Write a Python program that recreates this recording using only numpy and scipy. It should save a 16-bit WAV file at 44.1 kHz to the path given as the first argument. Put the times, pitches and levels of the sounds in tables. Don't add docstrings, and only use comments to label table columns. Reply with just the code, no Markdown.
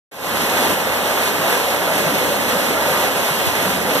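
import sys
import numpy as np
from scipy import signal
from scipy.fft import rfft, irfft
from scipy.io import wavfile
from scipy.ndimage import uniform_filter1d

SR = 44100
rng = np.random.default_rng(int(sys.argv[2]) if len(sys.argv) > 2 else 0)


def output_pcm(signal):
    pcm = np.clip(np.atleast_2d(signal).T, -1, 1) * 32767
    wavfile.write(sys.argv[1], SR, np.round(pcm).astype(np.int16))


N = 176400
T, HZ = np.arange(N) / SR, np.fft.rfftfreq(N, 1 / SR)

# f/Hz, relative density/dB, left minus right/dB
WATER_SPECTRUM = [(25, -82, -1.5), (36, -77, -0.7), (55, -71, -2.9), (90, -64.5, -14), (125, -63.5, 5),
                  (162, -53.5, -2.5), (243, -51, 0), (310, -53, -2), (457, -51, 0), (475, -51, 1),
                  (586, -52, 0), (764, -51, 0), (947, -51.5, 0.3), (1350, -55.5, -2), (1870, -56, -3.5),
                  (2140, -55, -2.5), (3110, -58, -0.2), (4230, -62, -1.5), (4900, -64.5, 2),
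                  (5400, -65.5, -3.5), (5760, -67, 5), (6470, -64.5, -4.5), (7450, -66.5, 0.7),
                  (9700, -69, -2.5), (11270, -62.5, -3), (12700, -64, -6.5), (14000, -69.5, -2)]
# t/s, relative level/dB
RUMBLE_SURGE = [(.15, -29.5), (.48, -27.5), (.62, -26), (.74, -23), (.8, -27.5), (1.25, -32), (1.4, -24.5),
                (1.55, -30), (1.82, -28), (1.98, -26.5), (2.13, -25.5), (2.43, -25.5), (2.54, -27),
                (2.65, -26), (2.72, -26), (3.0, -26), (3.16, -28), (3.32, -29), (3.45, -29), (3.66, -25.5),
                (3.78, -27), (3.99, -25.5)]
# t/s, relative level/dB
CHURN_SURGE = [(.35, -22), (.43, -23), (.65, -19.5), (.72, -20.5), (.77, -23.5), (.93, -22), (1.04, -22),
               (1.25, -21), (1.3, -23.5), (1.47, -19.8), (1.6, -21.5), (1.66, -24.5), (1.72, -21),
               (1.8, -23), (1.89, -21.5), (2.15, -21.5), (2.27, -21.5), (2.44, -23.5), (2.53, -21.5),
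               (2.9, -20.5), (3.1, -21.5), (3.22, -23.5), (3.3, -22), (3.49, -23), (3.57, -22.5),
               (3.67, -22.5), (3.72, -23), (3.9, -22), (3.99, -20.5)]
# t/s, relative level/dB
SPRAY_SURGE = [(.35, -23), (.5, -21), (.66, -20), (.73, -21.5), (.77, -23.5), (1.05, -23.5), (1.24, -21),
               (1.31, -23.4), (1.42, -21.6), (1.58, -22), (1.79, -23), (2.0, -22), (2.2, -22), (2.72, -22),
               (2.81, -22.5), (2.92, -21), (3.22, -23), (3.29, -20.9), (3.52, -22), (3.6, -22), (3.7, -22),
               (3.85, -24.5), (3.95, -21.5), (3.99, -22)]
# t/s, relative level/dB
BOOM_SURGE = [(.4, -30), (.8, -31), (1.02, -26.5), (1.28, -31.5), (1.45, -29), (2.1, -26), (2.42, -27),
              (2.9, -27.5), (3.3, -29), (3.55, -35.5), (3.95, -28)]
# f/Hz, depth/0..1, lean to one half of the water/-1..1
STEREO_LIKENESS = [(50, 0, 0.27), (120, 0.9, -0.28), (204, 0.7, 0.31), (248, 0.92, 0.18),
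                   (308, 0.06, 0.091), (360, 0.6, -0.43), (600, 0.85, 0.49), (730, 0.78, 0.048),
                   (1020, 0.97, 0.27), (2364, 0.99, 0.68), (2880, 0.53, 0.48), (3360, 0.96, 0.44),
                   (4120, 0.2, -0.6), (4420, 0.93, -0.49), (4670, 1, -0.6), (4800, 1, -.5),
                   (5800, 0.85, -0.31), (7060, 0.83, 0.012), (7900, 0.4, -0.31), (10500, 0.3, .25),
                   (14000, 0, .35)]
# f/Hz, level/dB, phase lead of left/rad
HUM_TONES = [(69.5, -51.5, 1), (104.6, -46.5, 1.36)]
# peak t/s, starting f/Hz, peak level/dB
AIR_POCKETS = [(.651, 883, -19), (.705, 574, -22), (0.73, 202, -27), (0.737, 261, -28), (1.42, 1244, -25),
               (1.448, 648, -20.5), (1.682, 540, -17.5), (1.745, 568, -20.5), (1.902, 629, -19.5),
               (1.904, 887, -23), (1.989, 744, -23), (2.054, 609, -19.5), (2.069, 158, -20.5),
               (2.124, 274, -21), (2.136, 206, -27), (2.188, 166, -26), (2.226, 491, -19),
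               (2.535, 248, -24.5), (2.547, 501, -20.5), (2.576, 616, -21.5), (2.689, 236, -25),
               (2.706, 390, -21), (2.768, 1334, -22), (2.887, 519, -18.5), (2.919, 510, -21.5),
               (3.312, 148, -25), (3.655, 590, -21), (3.663, 181, -22), (3.888, 480, -18.5),
               (3.927, 620, -21), (3.957, 270, -25), (3.96, 485, -21)]
# t/s, linear gain
FADE_IN = [(.113, 0.012), (.12, 0.088), (.2, 0.3), (.25, 0.51), (.28, 0.72), (.35, 1)]

RUMBLE_TO_CHURN_HZ, CHURN_TO_SPRAY_HZ = (280, 480), (1400, 2800)
BAND_LIMIT_HZ = 14250


def amp(db):
    return 10 ** (np.asarray(db) / 20)


def unit_rms(x):
    return x / np.sqrt(np.mean(x ** 2) + 1e-20)


def per_bin(table, column=1):
    columns = np.transpose(table)
    return np.interp(np.log(HZ + 1), np.log(columns[0] + 1), columns[column])


def drift(shape, spans):
    field = rng.standard_normal(shape)
    for axis, span in enumerate(spans):
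        field = uniform_filter1d(uniform_filter1d(field, span, axis), span, axis)
    return unit_rms(field)


def impulses(per_s, spread_db):
    hits = rng.random((2, N)) < per_s / 2 / SR
    return hits * amp(spread_db * np.minimum(rng.exponential(1, (2, N)), 4))


def surge_db(t, curve):
    times_s, db = np.transpose(curve)
    return np.interp(t, times_s, db - db.mean())


def water_colour(x, tilt=1):
    return unit_rms(irfft(rfft(x) * amp(per_bin(WATER_SPECTRUM)) * tilt * (HZ < BAND_LIMIT_HZ), N))


def wall_echo(x, level_db=-3, t60_s=0.26, delay_s=.006):
    t = T[:SR // 2]
    tail = rng.standard_normal((2, len(t))) * amp(-60 * t / t60_s) * (t > delay_s)
    tail /= np.linalg.norm(tail[0])
    return x + amp(level_db) * signal.fftconvolve(x, tail, axes=1)[:, :N]


def roar(level_db=-20, swell_db=0.34, flicker_db=.5, patch_db=0.75):
    hz, t = np.fft.rfftfreq(512, 1 / SR), np.arange(N // 128 + 5) * 128 / SR
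    shape = len(t), len(hz)
    churn_hz, spray_hz = CHURN_TO_SPRAY_HZ
    spray = np.clip(np.log((hz + 1) / churn_hz) / np.log(spray_hz / churn_hz), 0, 1)
    rumble = np.interp(hz, RUMBLE_TO_CHURN_HZ, [1, 0])
    bands = [(rumble, RUMBLE_SURGE), (1 - rumble - spray, CHURN_SURGE), (spray, SPRAY_SURGE)]
    db = sum(share * surge_db(t, curve)[:, None] for share, curve in bands)
    db += swell_db * drift((len(t), 1), (14, 1)) + flicker_db * drift(shape, (3, 50))
    db += patch_db * (1 - .5 * spray) * drift(shape, (14, 6))
    frames = (rng.standard_normal((2, *shape)) + 1j * rng.standard_normal((2, *shape))) * amp(db)
    _, noise = signal.istft(frames.transpose(0, 2, 1), nperseg=512, noverlap=384)
    return amp(level_db) * water_colour(noise[:, :N])


def bubbles(level_db=-25.5, per_s=1200, sizes=32, decay_cycles=7, glide=0.041):
    out = np.zeros((2, N))
    for hz in np.linspace(300, 2400, sizes):
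        age = T[:SR // 8] * hz * rng.uniform(0.94, 1.05) / decay_cycles
        ring = np.exp(-age) * np.sin(2 * np.pi * decay_cycles * age * (1 + glide * age))
        births = impulses(per_s / sizes, spread_db=2.5)
        out += signal.oaconvolve(births, unit_rms(ring)[None], axes=1)[:, :N]
    return amp(level_db + surge_db(T, CHURN_SURGE)) * water_colour(wall_echo(out))


def hollow_boom(level_db=-29, centre_hz=567.5, width_hz=166, wander_hz=17, swell_db=0.7):
    lowpass = 1 / (1 + (HZ / width_hz * 2) ** 4)
    heave = amp(swell_db * drift((N,), (1800,)) + surge_db(T, BOOM_SURGE))
    in_phase, quadrature = irfft(rfft(rng.standard_normal((2, 2, N)) * heave) * lowpass, N)
    phase = 2 * np.pi * np.cumsum(centre_hz + wander_hz * drift((N,), (2400,))) / SR
    return amp(level_db) * unit_rms(in_phase * np.cos(phase) + quadrature * np.sin(phase))


def splashes(level_db=-27, crests_per_s=36, drops_per_s=30000, decay_s=0.029, low_cut_hz=790):
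    crest_power = impulses(crests_per_s, spread_db=2.5).sum(0) ** 2
    shower = signal.lfilter([1], [1, -np.exp(-1 / (decay_s * SR))], crest_power)
    shower /= uniform_filter1d(shower, size=14000) + 1e-6
    drops = impulses(drops_per_s, spread_db=1.8) * rng.choice([-1, 1], (2, N)) * np.sqrt(shower)
    highpass = HZ ** 2 / (HZ ** 2 + low_cut_hz ** 2)
    return amp(level_db + surge_db(T, SPRAY_SURGE)) * water_colour(wall_echo(drops), highpass)


def stereo_spread(halves, comb_period_hz=2335):
    combed = HZ > comb_period_hz / 2
    comb_rad = 2 * np.pi * HZ / comb_period_hz
    correlation = per_bin(STEREO_LIKENESS) * np.where(combed, -np.cos(comb_rad), 1)
    turn = np.exp(.5j * np.arccos(np.clip(correlation, -1, 1)))
    lean = np.clip(per_bin(STEREO_LIKENESS, column=2) * np.where(combed, np.sin(comb_rad), 1), -1, 1)
    first, second = rfft(halves) * np.sqrt([(1 + lean) / 2, (1 - lean) / 2])
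    pan = amp(per_bin(WATER_SPECTRUM, column=2) / 2)
    left = (first * turn + second / turn) * pan
    right = (first / turn + second * turn) / pan
    return irfft(np.array([left, right]), N)


def hum(waver=0.41, left_minus_right_db=-1):
    out = np.zeros((2, N))
    for hz, db, lead_rad in HUM_TONES:
        envelope = np.sqrt(2) * amp(db) * (1 + waver * drift((N,), (5000,)))
        phase = 2 * np.pi * (hz * T + rng.random())
        out += envelope * np.cos([phase + lead_rad, phase])
    return out * amp(np.array([[.5], [-.5]]) * left_minus_right_db)


def gulps(rise_s=0.00883, glide_per_s=0.85):
    out, t = np.zeros(N), T[:SR // 5]
    envelope = t / rise_s * np.exp(1 - t / rise_s)
    for peak_s, hz, db in AIR_POCKETS:
        gulp = amp(db) * envelope * np.sin(2 * np.pi * hz * t * (1 + glide_per_s * t))
        start = round((peak_s - rise_s) * SR)
        out[start:start + len(gulp)] += gulp[:N - start]
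    return out


def knock(at_s=3.472, width_s=.0012, peak_db=-15, bass_cut_hz=(59, 55)):
    push = np.exp(-.5 * ((T - at_s) / width_s) ** 2) + 1e-9
    bass_cuts = [signal.butter(6, hz, "high", fs=SR, output="sos") for hz in bass_cut_hz]
    left, right = (signal.sosfilt(sos, push) for sos in bass_cuts)
    return amp(peak_db) * np.array([left, -right]) / abs(left).max()


def scene():
    water = roar() + bubbles() + hollow_boom() + splashes()
    return stereo_spread(water) + hum() + gulps() + knock()


def record(dry):
    fade = np.interp(T, *np.transpose(FADE_IN)) * (T > FADE_IN[0][0])
    lowpass = signal.firwin(801, BAND_LIMIT_HZ, window=("kaiser", 9), fs=SR)
    return signal.oaconvolve(dry * fade, lowpass[None], "same")


dry = scene()
out = record(dry)
output_pcm(out)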